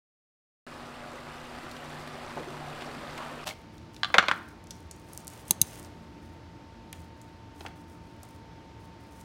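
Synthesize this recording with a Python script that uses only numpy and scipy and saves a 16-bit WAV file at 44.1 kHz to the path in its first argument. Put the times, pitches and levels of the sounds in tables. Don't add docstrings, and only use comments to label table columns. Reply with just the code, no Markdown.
import sys
import numpy as np
from scipy import signal
from scipy.fft import rfft, irfft, next_fast_len
from scipy.io import wavfile

SR = 44100
rng = np.random.default_rng(int(sys.argv[2]) if len(sys.argv) > 2 else 0)


def generate_wav(sig):
    pcm = np.round(np.clip(np.atleast_2d(sig).T, -1, 1) * 32767).astype(np.int16)
    wavfile.write(sys.argv[1], SR, pcm)


N = 407484
TIME = np.arange(N) / SR
STEW_START_S, STEW_END_S, TABLE_START_S = .666, 3.445, 3.451
TOP_HZ = 15900

# pitch_hz, level_db
PEEL_RUSTLE = [(1500, -23), (2500, -9), (4000, -7), (5200, -2), (6400, 0), (7500, -1.5), (9000, 1.5),
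               (10300, -1), (11500, -6.5), (14000, -4.5), (16000, -5)]


def undb(db):
    return 10 ** (np.asarray(db) / 20)


def level(x, db=0):
    return x * undb(db) / np.sqrt(np.mean(x ** 2) + 1e-30)


def curve(rows):
    times, db = np.transpose(rows)
    return undb(np.interp(TIME, times, db))


def during(start, end):
    return (TIME >= start) & (TIME < end)


def swell(start, length, rise_s, fade_s):
    rise = np.clip((TIME - start) / rise_s, 0, 1)
    return rise * np.exp(-np.clip((TIME - start - length) / fade_s, 0, 20))


def moves(rows, rise_s, fade_s, column=2):
    return np.max([undb(row[column]) * swell(row[0], row[1], rise_s, fade_s) for row in rows], axis=0)


def add(out, start_s, x):
    i = int(start_s * SR)
    out[i:i + len(x)] += x[:N - i]


def band(x, hz, width):
    angle = 2 * np.pi * min(hz, TOP_HZ) / SR
    damping = np.sin(angle) * abs(width) / hz / 2
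    return signal.lfilter([damping, 0, -damping], [1 + damping, -2 * np.cos(angle), 1 - damping], x + 1e-18)


def steep(x, hz, width):
    return band(band(x, hz, width), hz, width)


def ring(x, notes):
    return sum(undb(db) * band(x, hz, width / np.sinc(2 * hz / SR)) for hz, width, db in notes)


def chime(notes, hold=0., size=8192):
    t = TIME[:size]
    fading_s = np.maximum(t - hold, 0)
    waves = sum(undb(db) * np.exp(-np.pi * abs(width) * fading_s)
                * np.sin(2 * np.pi * (hz * t + rng.random())) for hz, width, db in notes)
    return waves * np.minimum(t / 0.00023, 1)


def colour(x, points):
    size = next_fast_len(N)
    hz, db = np.transpose(points)
    pitches = np.fft.rfftfreq(size, 1 / SR)
    gain = undb(np.interp(np.log(pitches + 1), np.log(hz), db))
    return level(irfft(rfft(x, size) * gain, size)[:N])


def noise(size=N):
    return rng.standard_normal(size)


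def walk(rate):
    return np.interp(TIME * rate, np.arange(N), noise())


def grains(rate, spread_db):
    strength = undb(spread_db * np.minimum(rng.exponential(size=N), 5))
    happens = rng.random(N) < rate / SR
    return level(happens * strength * np.sign(noise()))


def burst(decay_s, hold=0., size=8192):
    fading_s = np.maximum(np.arange(size) / SR - hold, 0)
    return np.sign(noise(size)) * np.exp(-np.log(1000) * fading_s / decay_s)


def bubbles(low_hz, high_hz, cycles, glide, spread_db, count, size=1500):
    when, pitch, chance = rng.random((count, 3)).T[:, :, None]
    hz = low_hz * (high_hz / low_hz) ** pitch
    phase = hz * np.arange(size) / SR
    age = np.minimum(phase / cycles, 2) / 2
    volume = undb(-spread_db * np.log(chance + 0.029)) * np.exp(-np.log(1000) * age)
    waves = volume * np.sin(2 * np.pi * phase * (1 + glide * age))
    start_s = STEW_START_S + when * (STEW_END_S - STEW_START_S)
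    index = (start_s * SR).astype(int) + np.arange(size)
    out = np.bincount(index.ravel(), waves.ravel(), N)
    return out / out[during(STEW_START_S, STEW_END_S)].std()


def stew():
    # pitch_hz, level_db
    broth_tone = [(25, -4.5), (100, -2.5), (200, -6), (300, 0.5), (440, -7), (700, -2), (950, -5),
                  (1230, -3), (2200, -11.5), (2700, -12.5), (4700, -19), (6200, -28.5), (8800, -26.5),
                  (16000, -47)]
    # time_s, level_db
    simmer = [(.7, -46), (2.4, -44), (3.2, -43), (3.44, -44)]
    # start_s, level_db, pitch_hz
    spits = [(1.6327, -34, 2810), (1.713, -29, 4200), (1.7659, -30.5, 2760), (2.0748, -29.5, 1700),
             (2.396, -30, 2240), (2.7053, -40, 2110), (3.1776, -24, 2400)]
    wash = colour(noise() + 0.66 * grains(rate=3000, spread_db=4.5), broth_tone)
    wash *= undb(1.2 + .5 * walk(13))
    plops = bubbles(low_hz=323, high_hz=2804, cycles=28, glide=0.25, spread_db=6.5, count=900)
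    pips = bubbles(low_hz=1850, high_hz=6000, cycles=23, glide=0.16, spread_db=2.5, count=500)
    sizzle = level(band(grains(rate=1400, spread_db=3), 5800, 6000), -17.5) * undb(1.9 * walk(12))
    out = curve(simmer) * (wash + undb(-5.5) * plops + undb(-12.5) * pips + sizzle)
    for start, db, hz in spits:
        spit = band(burst(decay_s=0.028), hz, 0.47 * hz)
        add(out, start, spit / np.abs(spit).max() * undb(db - 5))
    return out


def hob():
    # time_s, level_db
    hum_levels = [(0.68, -67), (0.83, -57), (1.06, -63), (1.4, -54), (1.45, -67), (1.98, -49),
                  (2.23, -57.5), (2.7, -45.5), (2.76, -55.5), (3.43, -53.5)]
    # pitch_hz, level_db
    hob_tones = [(242.3, -53.5), (512, -63.5), (716, -69), (953, -72), (1109.5, -67.5), (1192, -69.5),
                 (7550, -77), (8750, -81)]
    turns_per_s = 74.3 * (1 + 0.0068 * walk(5.74))
    turn = 2 * np.pi * np.cumsum(turns_per_s) / SR
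    volume = curve(hum_levels)
    waver = undb(0.5 + 0.5 * walk(8.98))
    hum = volume * waver * (np.sin(2 * turn) + undb(-15 + 2 * walk(3.5)) * np.sin(turn))
    tones = sum(undb(db + 1.3 * walk(6.06)) * np.sin(2 * np.pi * hz * TIME + 0.34 * walk(7.07))
                for hz, db in hob_tones)
    whistle = level(steep(noise(), 11930, 400)) * np.sqrt(volume) * undb(-52 + 1.5 * walk(3))
    return np.sqrt(2) * (hum + tones) + whistle


def spatula():
    # start_s, length_s, level_db, pitch_hz, width_hz
    strokes = [(1.258, 0.15, -48, 1090, 1000), (2.297, 0.019, -42, 1400, 1390),
               (2.367, 0.052, -34.5, 360, 516), (2.602, 0.21, -47, 740, 130),
               (2.803, 0.035, -44, 2730, 1790), (2.879, 0.025, -40.5, 396, 450),
               (2.958, 0.12, -46, 220, 89.5), (3.181, 0.17, -44.5, 1030, 550)]
    out = np.zeros(N)
    for start, length, db, hz, width in strokes:
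        slips = level(steep(grains(rate=3500, spread_db=3.5)[:SR], hz, 1.15 * width), db)
        push = np.interp(TIME[:SR] / length, [0, .1, .5, 1.4], [0.86, 1.13, 0.78, 0.066])
        add(out, start, slips * push)
    return out


def room(x):
    # pitch_hz, decay_s, level_db
    echo_bands = [(201, 1, -1.5), (498, 0.38, 5), (1190, 0.53, 2.5), (2430, .4, -3), (5100, 0.385, 1.5),
                  (10000, .25, -7.5)]
    t = TIME[:SR]
    tail = sum(undb(db) * steep(noise(SR), hz, 1.3 * hz) * np.exp(-np.log(1000) * t / decay)
               for hz, decay, db in echo_bands)
    tail *= np.clip(t / .005 - .6, 0, 1)
    return signal.fftconvolve(x, tail / np.sqrt(np.sum(tail ** 2)))[:N]


def kitchen():
    # pitch_hz, level_db
    air_tone = [(15, -35), (25, -27.5), (59, 3), (92, -4.5), (206, -5.5), (317, -7), (416, -8.5),
                (818, -12), (911, -12.5), (1070, -15), (2350, -20.5), (2760, -22.5), (5140, -27),
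                (8140, -39), (16000, -51)]
    # pitch_hz, width_hz, level_db
    drone_notes = [(83.5, 11, -56), (114, 14, -57.5), (169, 17, -58.5), (228, 8.4, -61), (294.4, 18, -59),
                   (342.6, 12, -62.5)]
    air = colour(noise(), air_tone) * undb(-52.5 + .5 * walk(3.3))
    drone = sum(level(steep(noise(), hz, 1.5 * width), db) for hz, width, db in drone_notes)
    whine_hz, whine_db = 902.5, -62 + 0.7 * (TIME - TABLE_START_S)
    whine = level(np.sin(2 * np.pi * whine_hz * TIME + .1 * walk(6.9)))
    return air + drone + whine * undb(whine_db)


def stem_cut():
    # pitch_hz, level_db
    stem_tone = [(120, -47), (200, -12), (548, -16), (623, 1), (696, -8), (777, -4), (883, -9), (2170, -17),
                 (2910, -11.5), (16000, -30.5)]
    push = swell(start=3.454, length=0.035, rise_s=0.02, fade_s=0.021) * undb(-35 + 1.8 * walk(250))
    return colour(noise() + grains(rate=4600, spread_db=5.5), stem_tone) * push


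def fibre_cracks():
    # start_s, level_db, pitch_hz, decay_s
    cracks = [(3.476, -24, 5000, .025), (3.4915, -26, 3500, .02), (3.781, -43, 3950, 0.037),
              (3.945, -40, 3880, 0.024), (3.965, -34, 3380, 0.031), (4.641, -42.5, 9000, 0.016),
              (4.671, -39, 5900, 0.019), (4.7077, -27.5, 5700, 0.049), (4.805, -44, 8000, .019),
              (4.912, -28, 6800, 0.047), (5.134, -29, 10100, 0.011), (5.1763, -22, 8450, 0.011),
              (5.2477, -37.5, 10000, .006), (5.271, -29, 8500, 0.016), (5.279, -21.5, 7790, 0.02),
              (5.3016, -36, 9000, .012), (5.482, -29.5, 9200, .022), (5.829, -35.5, 8500, 0.013),
              (5.848, -37, 5500, .018), (6.9286, -25.5, 9490, 0.02), (6.9297, -31.5, 2630, 0.046),
              (7.2155, -39, 7500, 0.05), (8.232, -34.5, 8400, 0.035), (9.212, -37, 7000, 0.018)]
    out = np.zeros(N)
    for start, db, hz, decay in cracks:
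        tail = steep(burst(decay), hz, 0.81 * hz)
        tick = 10 * signal.unit_impulse(len(tail)) + burst(0.46 * decay)
        crack = steep(tick, hz, 1.2 * hz) + 0.65 * tail
        add(out, start, crack / np.abs(crack).max() * undb(db + 1.5))
    return out


def board_knocks():
    # start_s, level_db, pitch_hz, decay_s
    knocks = [(3.509, -24.5, 1950, 0.021), (4.102, -26.5, 900, 0.044), (4.142, -6, 1900, 0.05),
              (4.1436, -11, 610, 0.085), (4.1831, 2, 1630, 0.045), (4.227, -16.5, 1270, 0.059),
              (4.239, -20, 693, 0.031), (4.284, -8.5, 1680, 0.043), (4.3133, -7.5, 1570, 0.044)]
    # pitch_hz, width_hz, level_db
    board_notes = [(290, 310, -21.5), (594, 130, 12.5), (770, 310, 3.5), (1136, 210, 11), (1240, 270, -3),
                   (1460, 59, -10.5), (1600, 70, 1.5), (1880, 120, -2.5), (2090, 120, 7), (2230, 200, 3),
                   (2800, 160, -16.5), (3020, 180, 6.5), (3420, 250, 1), (4100, 170, -10.5),
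                   (5540, 720, -8), (7040, 1200, -33)]
    out = np.zeros(N)
    for start, db, hz, decay in knocks:
        contact = burst(decay) + 2.24 * burst(decay_s=0.0069)
        force = band(contact, hz, 0.7 * hz)
        wood_clack = undb(5.5) * steep(force, 1180, 2550)
        table_thud = undb(-1.5) * steep(contact, 252, 300)
        knock = ring(force, board_notes) + wood_clack + table_thud
        add(out, start, level(knock, db - 26) * np.sqrt(decay / 0.034))
    return out


def fingers():
    # start_s, length_s, level_db
    slides = [(3.54, .06, -70), (3.72, 0.056, -68), (3.92, 0.076, -66), (4.05, 0.38, -64.5),
              (4.47, 0.029, -64.5), (4.67, 0.15, -68.5), (4.92, 0.14, -69), (6.21, .1, -71),
              (6.93, 0.072, -63.5), (7.15, .18, -76.5), (7.54, 0.12, -64), (7.75, 0.034, -65),
              (7.86, 0.087, -67.5), (8.01, .2, -76), (8.235, .115, -66), (8.79, 0.047, -69),
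              (8.98, .14, -72), (9.1, 0.18, -63)]
    ticks = colour(noise() + 1.8 * grains(rate=750, spread_db=4), PEEL_RUSTLE)
    return ticks * moves(slides, rise_s=0.02, fade_s=0.041) * undb(2 * walk(45))


def blade_clinks():
    # start_s, level_db
    clinks = [(4.0329, -20.5), (4.0455, -25), (4.0539, -35)]
    # pitch_hz, width_hz, level_db
    blade_notes = [(730, 91, -7), (1176, 45, -5), (1580, 190, 7), (3100, 140, 3), (3430, 190, 6),
                   (4050, 160, 3.5), (4500, 180, -11), (5560, 130, -18), (6700, 420, -5.5)]
    out = np.zeros(N)
    for start, db in clinks:
        steel = chime(blade_notes)
        chatter = 0.73 * steep(burst(decay_s=0.081), 2500, 2300)
        tick = 2.1 * steep(burst(decay_s=0.013), 3400, 1900)
        add(out, start, undb(db) * (steel + chatter + tick))
    return out


def soft_flops():
    # start_s, level_db, pitch_hz, decay_s
    flops = [(4.474, -49.5, 408, 0.037), (7.607, -39, 2580, 0.03), (7.609, -35.5, 560, 0.023),
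             (7.6507, -34.5, 850, 0.05), (7.6629, -32.5, 2150, 0.034), (7.665, -41, 616, .05),
             (8.233, -45, 620, .06)]
    out = np.zeros(N)
    for start, db, hz, decay in flops:
        flop = steep(burst(decay), hz, 1.06 * hz)
        add(out, start, level(flop, db - 19) * np.sqrt(decay / 0.043))
    return out


def peeling():
    # start_s, length_s, crackle_db, rasp_db
    pulls = [(5.07, 0.14, -57, -78), (5.27, 0.14, -56, -64), (5.44, 0.085, -52.5, -63),
             (5.59, 0.16, -52.5, -64), (5.68, 0.11, -53.5, -60.5), (5.8, 0.051, -57, -68)]
    pull = moves(pulls, rise_s=.05, fade_s=.022)
    wetness = moves(pulls, rise_s=.05, fade_s=.022, column=3)
    grip = moves(pulls, rise_s=.05, fade_s=.3)
    fibres = grains(rate=1200, spread_db=4)
    crackle = colour(noise() + 1.3 * fibres, PEEL_RUSTLE) * pull * undb(-.5 + 1.74 * walk(60))
    rasp = level(steep(noise() + grains(rate=2100, spread_db=7), 2650, 2000)) * wetness
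    rub = level(band(noise(), 440, 600)) * grip * undb(-1 + 1.5 * walk(25))
    return crackle + rasp + rub


def peel_snaps():
    # start_s, level_db, tear_s, thump_db, thump_hz, pop_db
    snaps = [(5.5084, -14, 0.0011, -24.5, 187.5, -24), (5.6151, -15.5, .0018, -21, 152.5, -47)]
    # pitch_hz, width_hz, level_db
    peel_notes = [(2090, 170, -20.5), (2840, 152, -14.5), (3430, 73, -20.5), (3930, 130, -7.5),
                  (4830, 400, -14.5), (6246, 510, -1), (6500, 150, -2), (8230, 400, -11), (8860, 260, -4),
                  (9150, 350, -6), (10140, 200, 1.5), (10200, 400, -2), (13200, 260, -2),
                  (14300, 300, -0.5)]
    out, t = np.zeros(N), TIME[:8192]
    for start, db, tear_s, thump_db, thump_hz, pop_db in snaps:
        ringing = chime(peel_notes, hold=tear_s)
        rip = 1.4 * steep(burst(decay_s=.014, hold=tear_s), 8000, 12000)
        crack = undb(db) * (ringing + rip)
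        thump = undb(thump_db) * np.sin(2 * np.pi * thump_hz * t) * np.exp(-t / 0.0056)
        hollow_pop = undb(pop_db) * chime([(880, 97, 0), (342, 42, -8.5)])
        add(out, start, crack + thump + hollow_pop)
        add(out, start + 0.011, undb(-27.5) * crack)
    return out


def scene():
    pan = stew()
    stove = undb(-2) * (pan + undb(-11) * room(pan)) + hob() + spatula()
    knife = board_knocks() + blade_clinks()
    handling = fibre_cracks() + soft_flops()
    snaps = peel_snaps()
    echoes = room(undb(-17.5) * knife + undb(-14) * handling + undb(-30) * snaps)
    table = stem_cut() + knife + handling + snaps + peeling() + fingers() + kitchen() + echoes
    return (stove * during(STEW_START_S, STEW_END_S) + table * (TIME >= TABLE_START_S))[None]


def record(dry):
    treble_cut = signal.ellip(8, .2, 70, TOP_HZ, fs=SR, output="sos")
    return signal.sosfilt(treble_cut, np.clip(dry, -1, 1))


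dry = scene()
out = record(dry)
generate_wav(out)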